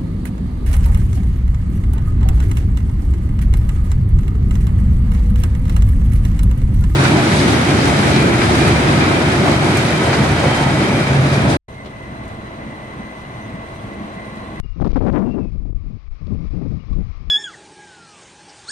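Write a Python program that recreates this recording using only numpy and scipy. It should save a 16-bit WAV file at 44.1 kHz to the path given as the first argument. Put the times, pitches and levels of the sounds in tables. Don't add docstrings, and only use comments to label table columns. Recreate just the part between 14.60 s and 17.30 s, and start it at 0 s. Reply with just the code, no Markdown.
import sys
import numpy as np
from scipy import signal
from scipy.fft import rfft, irfft
from scipy.io import wavfile
from scipy.ndimage import uniform_filter1d, map_coordinates

SR = 44100
rng = np.random.default_rng(int(sys.argv[2]) if len(sys.argv) > 2 else 0)


def voltage_ratio(level):
    return 10 ** (np.asarray(level, float) / 20)


def log_audio(samples):
    frames = np.atleast_2d(samples).T
    limited = np.clip(frames, -1, 1)
    pcm = np.round(limited * 32767).astype(np.int16)
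    wavfile.write(sys.argv[1], SR, pcm)


N = 119070
LEAD = 8820
T = np.arange(-LEAD, N) / SR

# pitch_hz, level_db
WHINE = [(1333.3, -79), (2666.7, -80), (3333.3, -97), (4000, -94)]
# start_s, length_s, level_db, start_pitch_hz, end_pitch_hz
WHISTLES = [(-.02, .055, -53, 2830, 2830), (.034, .018, -49, 2830, 2815), (.072, .026, -53, 2820, 2815),
            (.109, .013, -52, 2815, 2805), (.13, .028, -57, 2805, 2780), (.164, .03, -59, 2700, 2600),
            (.045, .045, -56, 1290, 1230), (.125, .06, -56, 1270, 1260), (.658, .05, -46, 2735, 2740),
            (.706, .017, -39, 2745, 2735), (.73, .022, -41, 2720, 2700), (.789, .04, -46, 2660, 2610),
            (.838, .055, -51, 2610, 2520), (2.198, .018, -54, 2860, 2850), (2.324, .008, -38, 1180, 1130)]
# pitch_hz, level_db
ROAR_TONE = [(200, 0), (800, -9.5), (1600, -14.5), (3000, -18), (5000, -19.5), (6000, -27), (7200, -40),
             (11000, -71)]
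# pitch_hz, width_hz, gain_db
GROUND_HUMPS = [
    (1158, 250, 10.7),
    (2270, 550, 8.5),
]
# time_s, level_db
ROAR_LEVEL = [
    (0, -52),
    (.17, -49.5),
    (.3, -39.5),
    (.6, -40.5),
    (1.0, -53.5),
    (1.5, -50.5),
    (1.9, -46.5),
    (2.7, -50),
]
# start_s, length_s, level_db
CRACKS = [(.201, .002, -44), (.2085, .004, -37), (.216, .008, -46), (.2325, .004, -47), (.245, .003, -42),
          (.253, .003, -44), (.262, .003, -41), (.271, .008, -40), (.289, .003, -46), (.308, .004, -46),
          (.316, .005, -46), (.333, .010, -44), (.358, .022, -42), (.40, .002, -45), (.444, .004, -44),
          (.465, .006, -42), (.481, .012, -43), (.525, .008, -43), (.586, .010, -43), (1.668, .004, -46),
          (2.33, .004, -48)]
# time_s, level_db
RUMBLE_LEVEL = [(0.0, -35.5), (0.18, -34.5), (0.35, -20.5), (0.53, -15.5), (0.68, -32), (0.94, -27),
                (1.15, -26.5), (1.38, -37), (1.59, -39), (1.65, -30), (1.76, -25), (1.8, -27), (2.16, -31),
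                (2.21, -39.5), (2.33, -26), (2.45, -28), (2.55, -38.5), (2.7, -33)]
# start_s, length_s, push (1 reaches the upper stop), edge_s
SHOVES = [(-.19, .219, 1.6, .006), (-.005, .0062, -3, 0.005), (0.084, .016, -.6, 0.010),
          (0.101, 0.014, .8, 0.010), (0.193, .014, 1.6, 0.003), (.208, .006, -2.5, .002),
          (0.226, 0.012, 1.5, 0.003), (0.239, 0.004, -3, .003), (.251, .025, 1.2, .003),
          (0.277, 0.011, 1.5, 0.004), (.291, 0.008, -1.5, 0.005), (.304, .007, .6, .005),
          (0.320, 0.009, 2, 0.003), (0.335, 0.006, -2, 0.005), (.349, 0.008, 2.5, 0.003),
          (0.379, 0.008, -1.5, 0.006), (.393, .009, 1.5, .004), (.422, .006, -1.5, .004),
          (.430, .008, 1.2, .004), (.502, .012, 1.2, .003), (.533, .007, 1.5, .003),
          (.78, 0.0034, 2, 0.003), (0.897, 0.012, 1.2, 0.02), (0.935, 0.008, -.8, 0.006),
          (.946, .014, .9, .012), (1.03, .015, 1, 0.012), (1.065, 0.015, -.6, 0.01),
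          (1.105, 0.038, 1.4, .012), (1.145, .01, -.8, .008), (1.478, 0.028, 1.2, 0.016),
          (1.511, .008, -.7, .007), (1.527, 0.015, 0.6, .015), (1.634, .01, .7, .008),
          (1.755, .009, -1.1, .006), (1.884, .018, 1.2, 0.008), (2.309, 0.006, -1.5, .005),
          (2.317, .006, 1.2, .005), (2.351, 0.012, -1.3, 0.0052), (2.37, .008, 1.3, 0.006),
          (2.402, .004, -1.5, .004), (2.456, .006, .8, .005), (2.499, 0.008, .8, 0.007),
          (2.546, 0.019, 0.44, .02)]
# start_s, length_s, drive_db (0 reaches the upper stop), flutter_hz
BURSTS = [(0.041, 0.02, -17.5, 170.2), (0.158, .025, -9.5, 131), (.195, .007, 2.5, 301),
          (0.210, 0.017, 7.5, 243.6), (.244, .005, -9.5, 603.3), (0.251, .025, 6.5, 240.4),
          (0.287, 0.037, -10, 217.9), (0.329, .008, -5.5, 203.3), (0.355, .023, 9.5, 242),
          (0.381, 0.016, -8.5, 246.2), (.403, 0.019, 3.5, 319), (0.426, .012, -4.5, 299.4),
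          (0.436, 0.06, 10, 220.6), (0.514, 0.02208, 4.5, 203.3), (.540, 0.01947, 6, 248.9),
          (0.554, 0.06773, 6.5, 291.6), (0.497, 0.14, -3, 110.6), (0.629, .07, 1.5, 266.5),
          (0.706, 0.038, -7, 241.7), (0.738, .045, -0.5, 242.6), (0.789, 0.0364, -1, 200.4),
          (0.827, .03, -5.5, 231.6), (0.858, 0.1, -11, 139.8), (0.982, .06, -16, 148.9),
          (1.049, 0.048, -11, 169.7), (1.097, .03, -16, 149.1), (1.151, 0.0591, -16, 120.5),
          (1.22, 0.0811, -15, 110.7), (1.297, .065, -14, 125.3), (1.603, .06, -14.5, 109.8),
          (1.663, 0.035, -12, 180.2), (1.701, 0.02515, -3.5, 171), (1.721, 0.0294, 1, 119.8),
          (1.753, 0.0513, -10, 142), (1.80, 0.046, -12.5, 129.6), (1.844, .03, -18, 130.1),
          (1.897, 0.0302, -21, 140.4), (1.921, .12, -8, 168.4), (2.05, 0.10915, -7.5, 129.7),
          (2.169, 0.054, -23, 131.2), (2.228, 0.0738, -20, 150), (2.307, 0.04535, -12.5, 120.4),
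          (2.355, .035, -7.5, 150.7), (2.383, 0.035, -8.5, 189.5), (2.428, 0.06134, -18, 99.5),
          (2.589, 0.059, -21.5, 139.4), (2.652, .06, -23.5, 133.2)]
GAIN = [
    (0, -4),
    (.35, -3.5),
    (.75, -5.5),
    (1.2, -4.5),
    (1.7, -4),
    (2.7, -1.5),
]


def rms_one(x):
    return x / np.sqrt(np.mean(x ** 2) + 1e-20)


def curve(rows):
    return np.interp(T, *np.transpose(rows))


def drift(rate_hz):
    memory = np.exp(-2 * np.pi * rate_hz / SR)
    chance = rng.standard_normal(len(T) + SR)
    wander = signal.lfilter([1], [1, -2 * memory, memory * memory], chance)
    return rms_one(wander[SR:])


def gate(start, length, attack, release):
    rising = (T - start) / attack
    falling = (start + length + release - T) / release
    ramp = np.clip(np.minimum(rising, falling), 0, 1)
    return ramp * ramp * (3 - 2 * ramp)


def shaped(gain_at):
    hz = np.arange(len(T) // 2 + 1) * SR / len(T) + 1e-3
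    spectrum = rfft(rng.standard_normal(len(T))) * gain_at(hz)
    return rms_one(irfft(spectrum, len(T)))


def idle_channel():
    cut_hz, hiss_db = 5900, -76
    hiss = voltage_ratio(hiss_db) * shaped(lambda hz: 1 / (1 + (hz / cut_hz) ** 40) + .015)
    whine = sum(voltage_ratio(db) * np.sin(2 * np.pi * hz * T) for hz, db in WHINE)
    return hiss + whine


def whistles():
    wobble_hz = 18 * drift(45)
    flicker = voltage_ratio(1.8 * drift(30))
    out = 0
    for start, length, db, from_hz, to_hz in WHISTLES:
        hz = np.interp(T, [start, start + length], [from_hz, to_hz]) + wobble_hz
        tone = np.sin(2 * np.pi * np.cumsum(hz) / SR)
        out = out + voltage_ratio(db) * gate(start, length, 0.0033, 0.012) * tone
    return out * flicker


def far_roar():
    tone_hz, tone_db = np.transpose(ROAR_TONE)

    def colour(hz):
        slope_db = np.interp(np.log(hz), np.log(tone_hz), tone_db)
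        humps_db = sum(db * np.exp(-((hz - centre) / width) ** 2 * 2) for centre, width, db in GROUND_HUMPS)
        return voltage_ratio(slope_db + humps_db) / (1 + (150 / hz) ** 4)

    noise = shaped(colour)
    flicker_db = 1.0 * drift(4.7)
    return voltage_ratio(curve(ROAR_LEVEL) + flicker_db) * noise


def burst_hiss(eddies):
    low_hz, high_hz, level_db = 4000, 10300, -70
    power = np.minimum(uniform_filter1d(eddies ** 2, size=500), 3.0)
    hiss = shaped(lambda hz: 1 / (1 + low_hz / hz) / (1 + (hz / high_hz) ** 30))
    return voltage_ratio(level_db) * power * hiss


def crackle():
    low_hz, high_hz, edge_s = 1500, 5040, 0.00081
    noise = shaped(lambda hz: 1 / (1 + (low_hz / hz) ** 2) / (1 + (hz / high_hz) ** 7.0))
    return noise * sum(voltage_ratio(db) * gate(start, length, edge_s, edge_s) for start, length, db in CRACKS)


def rumble():
    low_hz, high_hz, drive_db = 20, 61, 21
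    noise = shaped(lambda hz: 1 / (1 + (low_hz / hz) ** 2) / (1 + (hz / high_hz) ** 3.47))
    return voltage_ratio(curve(RUMBLE_LEVEL) + drive_db) * noise


def shoves():
    return sum(push * gate(start, length, edge, edge) for start, length, push, edge in SHOVES)


def flutter():
    lull = voltage_ratio(-44)
    size = lull + 0 * T
    speed = 80.06 * lull + 0 * T
    for start, length, db, hz in BURSTS:
        burst = voltage_ratio(db) * gate(start, length, 0.001978 + .15 * length, .003 + .3 * length)
        size = size + burst
        speed = speed + hz * burst

    row_hz, width, steepness = 400, 0.54, 1.72

    def colour(hz):
        ratio = hz / row_hz
        peak = ratio / np.hypot(1 - ratio ** 2, width * ratio)
        return peak / (1 + (ratio / steepness) ** 2)

    row = shaped(colour)
    evenness = .8
    row = rms_one(row / (uniform_filter1d(row ** 2, size=220) + .02) ** (evenness / 2))
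    wander = np.exp(.15 * drift(30))
    place = np.cumsum(speed / size * wander) / row_hz
    lumps = voltage_ratio(1.5 * drift(22.5))
    return size * lumps * map_coordinates(row, [place], order=3, mode="wrap")


def capsule(pressure, faint):
    knee, lower_stop, stop_db, mute_floor_db = 7.1, 1.91, -10, -8.5
    x = pressure + 0.051
    squeeze = 1 + np.abs(x / np.where(x > 0, 1, lower_stop)) ** knee
    wave = voltage_ratio(stop_db) * x * squeeze ** (-1 / knee)
    for edge_hz in (1660, 21000):
        wave = signal.lfilter(*signal.butter(1, edge_hz, fs=SR), wave)
    passing = voltage_ratio(mute_floor_db) + squeeze ** (-1 / knee - 1)
    bass_cut = signal.butter(2, 17, "high", fs=SR, output="sos")
    return signal.sosfilt(bass_cut, wave + passing * faint)


def scene():
    eddies = flutter()
    pressure = rumble() + eddies + shoves()
    faint = far_roar() + whistles() + burst_hiss(eddies) + crackle()
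    both = np.array([capsule(pressure, faint), idle_channel()])
    return (both * voltage_ratio(curve(GAIN)))[:, LEAD:]


def low_pass(x):
    return signal.sosfilt(signal.butter(12, 11700, fs=SR, output="sos"), x)


def record(dry):
    return low_pass(dry)


dry = scene()
out = record(dry)
log_audio(out)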